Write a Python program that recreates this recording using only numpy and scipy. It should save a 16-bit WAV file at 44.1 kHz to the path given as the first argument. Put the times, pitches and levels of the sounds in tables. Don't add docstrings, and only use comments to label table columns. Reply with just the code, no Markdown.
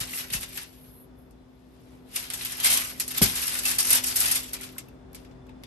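import sys
import numpy as np
from scipy import signal
from scipy.fft import rfft, irfft
from scipy.io import wavfile
from scipy.ndimage import uniform_filter1d

SR = 44100
rng = np.random.default_rng(int(sys.argv[2]) if len(sys.argv) > 2 else 0)


def wav_record(signal):
    frames = np.transpose(np.atleast_2d(signal))
    bounded = np.clip(frames, -1, 1)
    quanta = np.round(bounded * 32767).astype(np.int16)
    wavfile.write(sys.argv[1], SR, quanta)


N = 249604
T = np.arange(N) / SR


def gain_of(db):
    return 10 ** (np.asarray(db) / 20)


def evened(x):
    return x / np.sqrt(np.mean(x ** 2) + 1e-20)


def over_time(points):
    return np.interp(T, *np.transpose(points))


def read(points, hz):
    f, *columns = np.transpose(points)
    return [np.interp(np.log(hz + 1), np.log(f + 1), c) for c in columns]


def coloured(x, points):
    gain = gain_of(read(points, np.fft.rfftfreq(x.shape[-1], 1 / SR))[0])
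    return irfft(rfft(x) * evened(gain), x.shape[-1])


def drift(cutoff_hz):
    return evened(signal.lfilter(*signal.butter(2, cutoff_hz, fs=SR), rng.standard_normal(N)))


def rings(decays, count, size, colour_db=0.):
    frames = dict(nperseg=64, noverlap=48)
    hz, t, z = signal.stft(rng.standard_normal((count, size)), SR, **frames)
    colour = colour_db * evened(uniform_filter1d(rng.standard_normal((count, len(hz), 1)), size=3, axis=1))
    colour -= 10 * np.log10(np.mean(gain_of(2 * colour), axis=0))
    t60 = read(decays, hz)[0][:, None]
    ring = signal.istft(z * gain_of(colour - 60 * t / t60), SR, **frames)[1]
    return evened(ring) / np.sqrt(ring.shape[1])


# start_s (of most force), level_db (crisp crackle), swell_s, hold_s, fade_s
SQUEEZES = [(0.0, -29, .05, 0.0029, 0.071), (0.199, -34, 0.26, .005, 0.073),
            (0.334, -30.5, 0.02, 0.017, 0.061), (0.409, -40.5, .08, .02, 0.089),
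            (0.568, -40.5, 0.09, 0.04, 0.047), (0.836, -66, .04, 0.046, 0.12),
            (2.167, -34, 0.056, .005, 0.15), (2.326, -38.5, 0.035, 0.38, 0.16),
            (2.648, -21, 0.022, 0.088, 0.13), (2.803, -33.5, 0.046, .05, 0.11),
            (3.008, -40.5, 0.095, 0.033, 0.18), (3.175, -27, 0.062, 0.0067, 0.025),
            (3.219, -21, 0.0097, 0.01, 0.14), (3.381, -27, 0.099, .01, 0.077),
            (3.435, -28, .05, 0.0075, 0.073), (3.502, -33, 0.072, 0.035, .1),
            (3.59, -32.5, 0.22, .005, 0.094), (3.659, -28, 0.037, 0.064, 0.086),
            (3.799, -23.5, 0.019, .002, 0.048), (3.876, -25, 0.11, 0.044, 0.048),
            (3.932, -19.5, 0.00485, 0.018, 0.06), (4.084, -26, 0.063, 0.0046, 0.1),
            (4.158, -25.5, 0.01, 0.11, 0.048), (4.311, -24, 0.045, 0.0038, 0.039),
            (4.348, -31.5, .005, 0.0056, 0.19), (4.554, -47, 0.063, .005, 0.12),
            (4.617, -42, 0.029, .005, 0.13), (5.158, -56.5, .035, .005, 0.14),
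            (5.637, -63.5, .02, .002, .02)]
# start_s, level_db
SETTLING_TICKS = [(0.6, -51), (0.85, -70.5), (1.2, -84.5), (1.95, -67), (2.07, -83), (2.1, -56), (2.2, -70),
                  (4.5, -57.5), (4.8, -62), (5.05, -91.5), (5.66, -94)]
SWING_DB = 20
RATTLE_DB, RATTLE_SLOPE = -38, 0.8
CLUMP_DB, CALM_DB = 3.0, -71


def squeezes():
    crisp = gain_of(2 * over_time(SETTLING_TICKS))
    for start_s, level_db, swell_s, hold_s, fade_s in SQUEEZES:
        before = np.clip((start_s - T) / swell_s, 0, 5)
        after = np.clip((T - start_s - hold_s) / fade_s, 0, 5)
        crisp = crisp + gain_of(2 * (level_db - SWING_DB * (before + after)))
    crisp_db = 10 * np.log10(crisp)
    shared = drift(50.4)
    own = np.array([drift(100.0), drift(37.0)])
    clumping = CLUMP_DB * np.clip((crisp_db - CALM_DB) / 20, 0, 1)
    dull_db = RATTLE_DB + RATTLE_SLOPE * (crisp_db + 30)
    return gain_of(2 * (clumping * (0.79 * shared + 0.45 * own) + [crisp_db, dull_db]))


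# start_s, level_db (crisp burst), rattle_db (dull burst relative to it)
LARGE_CREASES = [(0.01, -28.5, -5), (0.1349, -37, -2), (0.1748, -27.5, -4), (0.3016, -33.5, -1.5),
                 (0.3334, -24, -17), (0.35, -26, -13), (0.4307, -28, -6.5), (0.532, -35.5, -5),
                 (0.5747, -29, -5), (1.309, -53, -19), (2.159, -21, -8), (2.302, -26.5, -9),
                 (2.336, -22, -14), (2.392, -42, 9), (2.41, -40, 9.5), (2.4495, -26, -6.5),
                 (2.519, -26.5, -10), (2.6, -24.5, -8), (2.6444, -16, -5.5), (2.6575, -15.5, -11),
                 (2.715, -18, -8), (2.729, -17, -13.5), (2.9076, -33, -6), (2.9986, -17, -11),
                 (3.079, -24.5, -13), (3.107, -24, -12), (3.218, -8.5, -12), (3.5518, -26, -4),
                 (3.588, -23.5, -14), (3.6527, -15, -12), (3.6718, -19, -14), (3.714, -21, -11.5),
                 (3.7846, -13, -14), (3.848, -21, -10), (3.8788, -21, -13.5), (3.905, -13, -15),
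                 (3.9283, -12.5, -21), (4.037, -19.5, -11.5), (4.067, -19.5, -16), (4.16, -16.5, -25),
                 (4.2026, -15, -17.5), (4.3145, -18.5, -16), (4.3545, -17, -13.5), (4.5326, -26.5, -10),
                 (4.541, -28, -6), (4.611, -31, -5.5), (4.69, -40, -3), (4.7814, -30.5, -9),
                 (4.886, -47.5, -12), (5.1318, -43.5, -4.5), (5.147, -33, -7.5), (5.2487, -53, 6.5),
                 (5.3125, -65.5, 14.5), (5.468, -60, 9.5), (5.493, -56.5, 7), (5.6362, -42, 9)]
FIRST_SNAP_DB = 11
BURST_T60_S, BURST_S_PER_DB = 0.04, 0.0029


def creases(power):
    first = np.zeros((2, N))
    for start_s, level_db, rattle_db in LARGE_CREASES:
        start = round(start_s * SR)
        level = gain_of(level_db + np.array([0, rattle_db]))
        t60 = max(BURST_T60_S + BURST_S_PER_DB * (level_db + 30), .01)
        burst = gain_of(-2 * 60 * T[:8192] / t60)
        part = power[:, start:][:, :len(burst)]
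        part += level[:, None] ** 2 * burst[:part.shape[1]]
        first[:, start] = level * gain_of(FIRST_SNAP_DB)
    return first


# freq_hz, level_db (per Hz)
CRISP_TONE = [(2500, -27), (5000, -9), (7000, -10), (8600, -5.5), (10300, 3), (11700, 2.5), (12500, -6),
              (13500, -33), (15600, -32.5), (16000, -57.5)]
# freq_hz, level_db (per Hz)
RATTLE_TONE = [(250, -20.5), (600, -13), (1300, -4.5), (2000, 0.5), (2700, 2.5), (3500, 0), (5000, -5),
               (8000, -14), (13000, -55)]
# freq_hz, t60_s
SHEET_RING = [(500, 0.22), (2000, 0.075), (6000, 0.12), (12000, 0.017)]
# freq_hz, t60_s
SNAP_RING = [(1000, 0.0087), (10000, 0.009)]
SNAPS_PER_S = 2500
SIZE_SPREAD_DB = 4.0
STAY_S, STAY_SHARE = .02, .5
SHORT_SHARE = .6
PATCH_COLOUR_DB = 4.0


def foil(count=14):
    out = np.zeros((2, N))
    power = squeezes()
    openings = creases(power)
    for part_power, first, tone in zip(power, openings, (CRISP_TONE, RATTLE_TONE)):
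        struck = rng.random(N) < SNAPS_PER_S / SR
        size = struck * gain_of(SIZE_SPREAD_DB * np.minimum(rng.exponential(1, N), 3.3))
        snaps = evened(size * rng.choice([-1., 1.], N))
        snaps = snaps * np.sqrt(part_power / (1 + SHORT_SHARE ** 2))
        moves = np.cumsum(rng.random(N) < 1 / (STAY_S * SR))
        worked = rng.integers(0, count, N)[moves]
        chosen = np.where(rng.random(N) < STAY_SHARE, worked, rng.integers(0, count, N))
        patch = chosen == np.arange(count)[:, None]
        for side in range(2):
            long = rings(SHEET_RING, count, 4096, PATCH_COLOUR_DB)
            short = rings(SNAP_RING, count, 4096, PATCH_COLOUR_DB)
            rung = signal.oaconvolve(snaps * patch, long, axes=1)
            rung += signal.oaconvolve((first + SHORT_SHARE * snaps) * patch, short, axes=1)
            out[side] += coloured(rung.sum(0)[:N], tone)
    return out


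# start_s, level_db, pitch_hz (middle of a close pair), t60_s
FACETS = [(.134, -28, 2060, 0.046), (.136, -29.5, 2740, .07), (.336, -32, 2770, .08), (.352, -28, 2650, .1),
          (.578, -37, 3000, .07), (.955, -68, 4150, .4), (1.385, -68, 3970, .25),
          (2.302, -15.5, 9300, .012), (2.337, -24, 11200, .03), (2.45, -26, 11400, 0.037),
          (2.65, -23, 2080, .12), (3.655, -22, 2660, 0.14), (3.788, -21, 4700, .08),
          (3.9293, -8, 11400, .02), (4.068, -18, 9100, .03), (4.355, -29.5, 2400, .08),
          (4.533, -42, 2000, .06), (4.605, -39, 2000, .06), (4.764, -42, 1494, .025),
          (4.768, -43, 1050, .03), (4.783, -39, 2190, .05), (4.884, -50, 2620, .06),
          (5.488, -51, 2600, .03), (5.496, -47, 900, .04)]
MAX_DETUNE, POP_RISE_S = 0.013, .0006


def pops():
    t = T[:8192]
    out = np.zeros((2, N + 8192))
    for start_s, level_db, pitch_hz, t60_s in FACETS:
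        detune = MAX_DETUNE * rng.uniform(0.54, 1)
        pair = sum(np.exp(2j * np.pi * pitch_hz * (1 + k * detune) * t) for k in (-1, 1)) / 2
        ring = gain_of(level_db - 60 * t / t60_s) * np.minimum(t / POP_RISE_S, 1) * pair
        out[:, round(start_s * SR):][:, :len(t)] += [ring.imag, ring.real]
    return out[:, :N]


# start_s, level_db, contact_s
PAN_KNOCKS = [(.0, -10, 0.0057), (.308, -18, 0.0045), (.338, -11.5, 0.0038), (.357, -2, .0105),
              (3.2121, 4, 0.00084), (3.2295, 0, .0095)]
# pitch_hz, level_db, t60_s
PAN_MODES = [(64, -36.5, 0.074), (104.5, -30, 0.17), (181.2, -13, 0.027), (261, -36, 0.23),
             (325, -13, 0.019), (399, -27, 0.12), (788, -25.5, 0.027), (1080, -31, 0.067)]
LAG_CYCLES = 1.494


def pan():
    t = T[:SR // 2]
    out = np.zeros(N + SR)
    ring = 0
    for pitch_hz, level_db, t60_s in PAN_MODES:
        since = np.maximum(t - LAG_CYCLES / pitch_hz, 0)
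        ring = ring + gain_of(level_db - 60 * since / t60_s) * np.sin(2 * np.pi * pitch_hz * since)
    for start_s, level_db, contact_s in PAN_KNOCKS:
        push = np.sin(np.pi * np.clip(t[:400] / contact_s, 0, 1))
        blow = np.convolve(ring, push / push.sum())
        out[round(start_s * SR):][:len(blow)] += gain_of(level_db) * blow
    return out[:N]


KITCHEN_DB, KITCHEN_T60_S = -12.5, 0.35


def kitchen(x):
    tail = rings([(100, KITCHEN_T60_S), (10000, 0.31 * KITCHEN_T60_S)], count=2, size=16384)
    tail = np.pad(tail, ((0, 0), (300, 0)))
    return x + gain_of(KITCHEN_DB) * signal.fftconvolve(x, tail, axes=1)[:, :N]


# multiple (of the shaft speed), level_db (within the background mix)
HUM_ORDERS = [(3, -13), (4, -10.5), (5, -13.5), (6, 0), (7, -9.5), (8, -24.5), (9, -9), (11, -17)]
SHAFT_HZ = 42.33


def fridge_hum():
    turns = np.cumsum(SHAFT_HZ * (1 + 0.0009 * drift(1.74))) / SR
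    hum = np.zeros(N)
    for multiple, level_db in HUM_ORDERS:
        level = gain_of(level_db + 2.03 * drift(4.7))
        hum += level * np.sin(2 * np.pi * (multiple * turns + rng.random()))
    return hum


# pitch_hz, width_hz (cutoff of the wavering), level_db (within the background mix)
FUZZY_TONES = [(58.5, 8, -9.5), (3480, 40, -31), (5094, 20, -39)]
STEADY = 0.98


def fuzzy_tones():
    out = np.zeros(N)
    for pitch_hz, width_hz, level_db in FUZZY_TONES:
        wobble = STEADY + drift(width_hz) + 1j * drift(width_hz)
        out += gain_of(level_db) * (wobble * np.exp(2j * np.pi * pitch_hz * T)).real
    return out


# start_s, level_db
FIZZ_LEVEL = [(0.66, -61.5), (1.026, -55.5), (1.13, -94), (1.19, -64), (1.31, -83), (1.4, -96), (2.1, -75)]
# freq_hz, level_db (per Hz)
FIZZ_TONE = [(7000, -33), (9000, -14.5), (10600, 1.5), (11900, 5), (12400, -17), (12800, -54.5)]
FIZZ_REST_DB = -97.5


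def fizz():
    level_db = np.interp(T, *np.transpose(FIZZ_LEVEL), FIZZ_REST_DB, FIZZ_REST_DB)
    return gain_of(level_db) * coloured(rng.standard_normal((2, N)), FIZZ_TONE)


# freq_hz, level_db (per Hz)
AIR_TONE = [(15, -57), (25, -27.5), (48, 1.5), (88, -6), (123, 0), (187, -12.5), (257, -2.5), (316, -6),
            (380, -10), (593, -11.5), (3420, -34.5), (7700, -45), (10800, -46), (13000, -66.5)]
# start_s, level_db (before a fixed mix gain)
BACKGROUND_LEVEL = [(0.0, -46), (0.71, -50.5), (1.17, -49), (1.6, -52.5), (1.95, -49), (3.3, -46),
                    (4.22, -45), (4.52, -46.5), (5.66, -45.5)]


def background():
    air = coloured(rng.standard_normal((2, N)), AIR_TONE)
    mix = gain_of(-4.0) * (air + fuzzy_tones() + fridge_hum())
    return gain_of(over_time(BACKGROUND_LEVEL)) * mix + fizz()


# freq_hz, likeness (left to right), balance_db (left minus right),
# lead_rad (how far the right leads)
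PORT_PAIR = [(60, .94, 3, 0), (150, .9, 4.5, 0), (255, .65, 2.5, -1.3), (295, .6, 3, -3.5),
             (350, .12, 2, 0), (800, .12, 3.5, 0), (2700, 0, 0, 0), (5300, .05, 8, 0), (7500, .25, 3, 0),
             (8500, .45, 1, 0), (8800, .85, 0, .1), (9800, .96, 0, 2.7), (10150, .995, 0, 3.14),
             (10400, .97, 0, 3.45), (11000, .88, 0, 4.7), (11800, .96, 0, 6), (12400, .92, 0, 6.35),
             (13500, .5, 0, 6.28)]


def ports(x):
    same, balance_db, lead_rad = read(PORT_PAIR, np.fft.rfftfreq(N, 1 / SR))
    same = np.clip(same, 0, 1)
    a, b = rfft(x)
    right = same * np.exp(1j * lead_rad) * a + np.sqrt(1 - same ** 2) * b
    return irfft(np.array([a * gain_of(balance_db / 2), right * gain_of(-balance_db / 2)]), N)


def scene():
    return ports(kitchen(foil() + pops() + pan()) + background())


LOW_CUT_HZ, EDGE_HZ = 39, 16500


def record(dry):
    cut = signal.sosfilt(signal.butter(3, LOW_CUT_HZ, "high", fs=SR, output="sos"), dry)
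    rounded = np.tanh(cut)
    band_limit = signal.firwin(511, EDGE_HZ, window=("kaiser", 9), fs=SR)
    return signal.oaconvolve(rounded, band_limit[None], "same")


dry = scene()
out = record(dry)
wav_record(out)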